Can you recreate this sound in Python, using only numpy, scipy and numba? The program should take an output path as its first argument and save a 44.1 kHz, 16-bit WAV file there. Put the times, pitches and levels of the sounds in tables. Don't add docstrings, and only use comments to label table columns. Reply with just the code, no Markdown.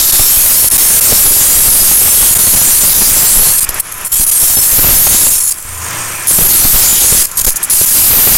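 import sys
import numpy as np
from scipy import signal
from scipy.fft import rfft, irfft
from scipy.io import wavfile
from scipy.ndimage import uniform_filter1d
from numba import njit

SR = 44100
rng = np.random.default_rng(int(sys.argv[2]) if len(sys.argv) > 2 else 0)


def magnitude_from_level(level_db):
    exponent = np.asarray(level_db, float) / 20
    return 10 ** exponent


def unload_audio(sound):
    columns = np.transpose(np.atleast_2d(sound))
    steps = np.round(np.clip(columns, -1, 1) * 32767)
    wavfile.write(sys.argv[1], SR, steps.astype(np.int16))


N = 369116


def unit(x):
    return x / np.sqrt(np.mean(x ** 2))


def curves(table):
    s, *columns = np.transpose(table)
    return [np.interp(np.arange(N) / SR, s, column) for column in columns]


def coloured(points):
    hz, db = np.transpose(points)
    f = np.maximum(np.fft.rfftfreq(N, 1 / SR), 1)
    weight_db = np.interp(np.log(f), np.log(hz), db, left=-60)
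    return unit(irfft(rfft(rng.standard_normal(N)) * magnitude_from_level(weight_db), N))


@njit
def svf(x, hz, width):
    y, band, low = np.empty(len(x)), 0., 0.
    for i in range(len(x)):
        g, damping = np.tan(np.pi * hz[i] / SR), width / hz[i]
        v = (band + g * (x[i] - low)) / (1 + g * (g + damping))
        band, low, y[i] = 2 * v - band, low + 2 * g * v, damping * v
    return y


def walk(rate):
    hold = int(SR / rate)
    steps = np.repeat(rng.standard_normal(N // hold + 1), hold)
    return 1.3 * uniform_filter1d(uniform_filter1d(steps, hold), hold)[:N]


def ring(hz, width, drift=0.0081, flicker_db=3.5):
    centre = hz * (1 + drift * walk(9))
    x = svf(svf(rng.standard_normal(N), centre, 1. * width), centre, 1. * width)
    return unit(x) * magnitude_from_level(flicker_db * walk(25))


# time in seconds, hiss level in dB, force as bass rasp in dB,
# spray opening (+ bright), wetness of the kerf (+ wet).
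FLOW = [(0, -7.5, -31, 0.65, 1.6), (.3, -5, -34, 0.24, 0.091), (1.15, -5.5, -26.5, 0.01, 0.94),
        (2.0, -7, -29, 0, -0.44), (2.6, -7.5, -28, -0.14, .3), (2.9, -9, -29.5, 0.43, 0.49),
        (3.4, -7.5, -23.5, -0.27, 0.32), (3.65, -13.5, -29.5, -0.32, -0.71),
        (4.2, -9.5, -33.5, -0.38, 0.35), (4.65, -9, -32, 0.19, -0.0071), (4.85, -9, -21, 0.94, -1),
        (5.2, -7, -28.5, -.2, 1.6), (5.52, -13.5, -39.5, -0.9, 0.17), (6.3, -8.5, -31.5, 0.059, 0.29),
        (6.75, -8, -24.5, 0.64, 0.2), (7.1, -6.5, -28.5, -0.087, 1.43), (7.7, -7.5, -35.5, -0.083, 0.74),
        (8.37, -6, -22, 0.73, -.8)]
# start in seconds, end in seconds, drowned hiss in dB,
# depth from 0 to 1, churn in dB.
WAVES = [
    (3.651, 3.806, -30.5, 0.05, -32),
    (3.808, 4.113, -33.5, 0.1, -41.5),
    (5.606, 6.271, -29.5, 0.95, -41),
    (7.254, 7.536, -28.5, 0.2, -40.5),
    (7.536, 7.698, -30, 0.2, -31),
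]
# start in seconds, length in seconds, level in dB.
SPITS = [(3.69, .006, -8.5), (3.694, .016, -19), (3.743, 0.006, -16), (3.787, .011, -25),
         (3.797, .008, -11.5), (3.87, .005, -25), (3.922, 0.0044, -16), (3.941, .005, -20),
         (3.977, .01, -23.5), (4.009, .006, -23), (4.048, 0.033, -15.5), (4.077, .041, -27.5),
         (5.624, .004, -18.5), (7.26, .012, -17), (7.272, .02, -22), (7.314, .005, -18),
         (7.371, 0.053, -11), (7.418, .026, -16), (7.446, .007, -6), (7.453, .012, -23), (7.465, .044, -8),
         (7.507, 0.025, -14.5), (7.558, .014, -11), (7.57, .008, -18), (7.628, .009, -11),
         (7.636, .013, -13.5), (7.649, .008, -24)]
# start in seconds, length in seconds, level in dB.
LULLS = [(0.104, .018, -13), (0.685, 0.016, -28), (0.701, .011, -16), (0.769, 0.01, -21),
         (.996, 0.013, -25), (2.342, .008, -32), (2.371, 0.018, -15.5), (3.596, 0.01, -25),
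         (4.118, .078, -12.5), (4.239, .012, -16), (4.252, 0.013, -25), (4.302, 0.01, -24),
         (5.428, .095, -11.5), (5.432, .005, -17), (5.457, 0.006, -22), (5.482, 0.0032, -10),
         (5.498, 0.0087, -25), (5.524, .093, -24), (4.15, .005, -17), (4.178, .007, -17),
         (7.224, 0.038, -13.5), (7.23, 0.0034, -26), (7.481, .005, -20), (7.499, 0.0044, -24),
         (7.74, 0.0045, -22), (7.84, 0.0068, -3), (7.85, .009, -22)]
RECOVER_DB, RECOVER_S = 8, 0.14


def cover():
    i = np.arange(N)
    held, depth, drowned = curves(FLOW)[0], np.zeros(N), np.zeros(N, bool)
    span = lambda s, end: slice(int(s * SR), int(end * SR))
    for s, end, db, deep, _ in WAVES:
        held[span(s, end)], depth[span(s, end)], drowned[span(s, end)] = db, deep, True
    dry = ~drowned
    for s, length, db in SPITS + LULLS:
        held[span(s, s + length)], drowned[span(s, s + length)] = db, False
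    last_loud = np.maximum.accumulate(i * (dry | (held > -16)))
    hush_s = (i - last_loud) / SR
    regained_db = RECOVER_DB * (1 - np.exp(-hush_s / RECOVER_S))
    return held + drowned * regained_db, uniform_filter1d(depth * (held < -16), size=400), regained_db


# time in seconds, drop of the bias in dB.
BLASTS = [(.133, -10.5), (.201, -6.5), (.374, -9.5), (.738, -17), (1.268, -13), (1.581, -13), (1.677, -16),
          (1.809, -15), (1.849, -21), (2.176, -16), (2.35, -25), (2.398, -28), (2.489, -13), (2.551, -14),
          (3.02, -19), (3.155, -18), (3.381, -17), (3.691, -10.5), (4.199, -9), (4.43, -15), (4.889, -15),
          (5.122, -11.5), (6.422, -9.5), (6.646, -11), (6.743, -10.5), (7.126, -10), (7.176, -24),
          (7.472, -5), (7.985, -23), (8.118, -40)]
SURGE_DB, SURGE_S, DROWNED_RASP_DB = 20.5, 0.027, -38


def rasp():
    t = np.arange(N) / SR
    swell = 0
    for s, db in BLASTS:
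        spread_s = SURGE_S * np.where(t < s, .5, 1.2)
        swell = swell + magnitude_from_level(db) * np.exp(-((t - s) / spread_s) ** 2)
    under = uniform_filter1d(1. * (cover()[1] > .05), size=800)
    return (1 - under) * curves(FLOW)[1] + under * DROWNED_RASP_DB + SURGE_DB * swell


# frequency in Hz, level in dB, share of the load shift in dB per dB.
PUMP = [
    (81.8, 1, 0.63),
    (110.7, 0, -1.3),
    (168, -13, -0.077),
]
# time in seconds, shift between the lines in dB, drone level in dB.
LOAD = [
    (0, 4, -44),
    (3.5, 1, -40),
    (3.8, 0, -42.5),
    (5.3, 5, -42),
    (5.63, 4, -51),
    (5.69, 5, -32),
    (5.84, 3.5, -29.5),
    (5.92, -4.5, -35),
    (6.4, -4, -42),
    (8.37, 6, -55.5),
]


def pump():
    load_db = curves(LOAD)[0]
    tone = lambda hz: np.sin(np.cumsum(2 * np.pi * hz * (1 + 0.0115 * walk(12)) / SR))
    return sum(magnitude_from_level(db + share * load_db + 2.1 * walk(10)) * tone(hz) for hz, db, share in PUMP)


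# frequency in Hz, density in dB per Hz.
SHOP_COLOUR = [(88, -34), (150, -4), (270, -12), (315, -6.5), (415, -8.5), (758, -6.5), (1020, -4.5),
               (1690, -4), (3390, -10.5), (4210, -17), (6000, -9.5), (7800, -10), (13200, -120)]
# frequency in Hz, width in Hz, level in dB.
SHEET = [(1024, 103, -11.5), (1300, 220, -10.5), (1714, 230, -12.5), (2400, 390, -11.5), (8660, 170, -8),
         (5940, 160, -13)]
CHURN_DB, CHURN_PER_RASP, CHURN_RISE = -25.5, 0.63, 2.01


def shop():
    held, depth, regained_db = cover()
    free_db, force_db = curves(FLOW)[:2]
    start, *_, level_db = np.transpose(WAVES)
    latest = np.maximum(np.searchsorted(start, np.arange(N) / SR) - 1, 0)
    wave_db = level_db[latest] + CHURN_RISE * regained_db
    spray_db = CHURN_DB + CHURN_PER_RASP * (force_db + 27) + 0.3 * np.minimum(held - free_db, 0)
    churn_db = uniform_filter1d(np.where(depth > .05, wave_db, spray_db), size=500)
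    x = coloured(SHOP_COLOUR) * magnitude_from_level(1.7 * walk(20))
    for hz, width, db in SHEET:
        level = magnitude_from_level(db - 12 * (hz > 4000) * (1 - depth))
        x = x + level * ring(hz, width, drift=0.0034, flicker_db=2.5)
    return x * magnitude_from_level(churn_db + 2.0) + pump() * magnitude_from_level(curves(LOAD)[1])


def water_gate():
    held = cover()[0]
    fall = np.exp(-1 / (.0045 * SR))
    held = np.maximum(held, signal.lfilter([1 - fall], [1, -fall], held))
    sputter = -np.clip(walk(130) - .6, 0, .9) * 4
    sputter = sputter + 1.62 * walk(300)
    return uniform_filter1d(held, size=24) + sputter


def patchy(points, patchy_db=2.5, calm=1):
    x, out = coloured(points), 0
    for hz in np.arange(1500., 16000., 550.):
        centre = np.full(N, hz)
        band = svf(svf(x, centre, 800.), centre, 800.)
        out = out + band * magnitude_from_level(calm * (patchy_db * walk(16) + 0.67 * walk(3.035)))
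    return unit(out)


# frequency in Hz, density in dB per Hz.
HISS = [(1500, -34), (3500, -19.5), (5500, -12), (7000, -7.5), (8500, -10.5), (9250, -7.5), (10000, -4.5),
        (12000, -6), (14000, -15), (17000, -10)]
# free level in dB, dB per opening, dB per wetness,
# dB at full depth, dB per dB of force.
RINGS = [
    (-16, 4.5, 9, 3, 0.2),
    (-21, -6, 7, 1.5, 0.13),
    (-15, -6.5, -0.5, -0.5, -0.04),
    (-10.5, -2.5, -0.5, -8.5, -0.18),
    (-14, 7.5, -2, -5, 0.2),
]
MAIN_HZ, MAIN_SAG_HZ, MAIN_HZ_PER_OPENING = 10942, 300, 502
OVERLOAD, QUIET_BASS_DB = 0.59, -38


def jet():
    force_db, opening, wet = curves(FLOW)[1:]
    depth = cover()[1]
    ring_db = []
    for db, per_opening, per_wet, per_depth, per_force in RINGS:
        flow_db = db + per_opening * opening + per_wet * wet + per_depth * depth
        ring_db.append(flow_db + per_force * (force_db + 29.5) * (1 - depth))
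    low_db, kerf_db, nozzle_db, main_db, top_db = ring_db
    total = np.sqrt(sum(magnitude_from_level(2 * db) for db in ring_db))
    main_hz = MAIN_HZ - MAIN_SAG_HZ * depth + MAIN_HZ_PER_OPENING * np.minimum(opening, .4)

    howl = 0.64 * ring(main_hz * .96, 890, flicker_db=4.0)
    howl = howl + 0.67 * ring(main_hz * 1.04, 995, flicker_db=3.5)
    x = magnitude_from_level(-3.5 + 2.6 * depth) * patchy(HISS, calm=1 - .6 * depth)
    x = x + magnitude_from_level(main_db) / total * howl
    x = x + magnitude_from_level(low_db - 13.5) / total * ring(5690 - 1100 * opening, 3800, drift=0.041)
    x = x + magnitude_from_level(kerf_db - 2.5) / total * ring(7227, 1040, drift=0.035)
    x = x + magnitude_from_level(nozzle_db - 1.5) / total * ring(8538, 770)
    x = x + magnitude_from_level(top_db - 4.5) / total * (0.84 * ring(12700, 1090) + ring(14110, 3430))

    gate_db = water_gate()
    free = np.clip((gate_db + 16.5) / 6, 0, 1)
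    drive_db = OVERLOAD * np.maximum(rasp() - QUIET_BASS_DB, 0) + 1.63 * walk(30) + 4.5
    return unit(x) * magnitude_from_level(gate_db + free * drive_db)


def scene():
    return np.tile(jet() + shop(), (2, 1))


BIAS_S, KNOCK_RISE_S = .016, .004
SMALL_RATE, SMALL_DB = 57, 4


def knocks():
    blasts, rise = np.zeros(N), int(KNOCK_RISE_S * SR)
    s, db = np.transpose(BLASTS)
    blasts[(s * SR).astype(int)] = magnitude_from_level(db + 0.5)
    when, size = rng.random(N), rng.exponential(size=N)
    small = (when < SMALL_RATE / SR) * magnitude_from_level(rasp() + SMALL_DB + 3.2 * np.minimum(size, 1.8))
    kick = uniform_filter1d(blasts, size=rise * 2 // 3) + uniform_filter1d(small, size=rise // 3)
    return signal.lfilter([1], [1, -np.exp(-1 / (BIAS_S * SR))], kick)


# frequency in Hz, density in dB per Hz.
WOBBLE = [(30, 5), (100, 1), (300, -6), (800, -10.5), (1700, -20.5)]
# time in seconds, peak in dB.
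JOLTS = [(.191, -6), (.64, -15), (1.016, -19), (1.118, -2), (1.678, -11), (1.911, -10), (2.055, -22),
         (2.223, -9.5), (2.305, -18), (2.349, -22), (2.467, -11), (2.533, -14), (2.611, -6), (2.829, -8),
         (3.226, -12.5), (3.688, -23), (4.197, -7), (4.212, -19), (4.43, -22), (4.791, -8), (5.067, -11),
         (5.264, -10), (6.305, -12), (6.384, -2.5), (6.619, -11), (7.038, -7.5), (7.121, -8),
         (7.474, -10.5), (7.809, -9), (8.269, -4)]


def wobble():
    t, noise = np.arange(N) / SR, coloured(WOBBLE)
    patter = unit(noise * magnitude_from_level(5.35 * walk(120) + 3.3 * walk(22))) * magnitude_from_level(rasp() + 16)
    clusters = sum(magnitude_from_level(db + 8.5) * np.exp(-((t - s - .006) / 0.0034) ** 2) for s, db in JOLTS)
    return patter + noise * clusters


FILL_RATE, FILL_DB = 5., -17


def noise_fill():
    out, frame = np.zeros(N), 2048
    f = np.fft.rfftfreq(frame, 1 / SR)
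    draws = rng.random((N // 1024, 2))
    for start, (when, pick) in zip(range(914, N - frame, frame // 2), draws):
        hz = 5000 + 10000 * pick
        burst = irfft(rfft(rng.standard_normal(frame)) * (np.abs(f - hz) < .1 * hz))
        chosen = when < FILL_RATE * frame / 2 / SR
        out[start:start + frame] += unit(burst) * np.hanning(frame) ** 2 * chosen
    return out * magnitude_from_level(FILL_DB)


def band_limit(x):
    return signal.sosfilt(signal.butter(12, 15740, fs=SR, output="sos"), x)


BIAS_TOP, OFF_CENTRE = 0.36, 0.072
CLIP, KNEE = 0.53, 9.
COUPLING_HZ, TOP_HZ = 5.5, 15780


def record(dry):
    couple = signal.butter(2, COUPLING_HZ, "high", fs=SR, output="sos")
    swing = uniform_filter1d(np.abs(dry), size=300)
    x = dry + (OFF_CENTRE + wobble()) * np.maximum(swing - BIAS_TOP, 0)
    x = x / (1 + np.abs(x / CLIP) ** KNEE) ** (1 / KNEE)
    x = signal.sosfilt(couple, x - knocks()) + .012
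    loud = uniform_filter1d(np.abs(x[0]), size=3000) > .3
    x = x + noise_fill() * loud * np.array([[1], [-1]])
    x = signal.sosfilt(signal.ellip(12, .2, 80, TOP_HZ, fs=SR, output="sos"), x)
    return band_limit(np.clip(x, -1, 1))


dry = scene()
out = record(dry)
unload_audio(out)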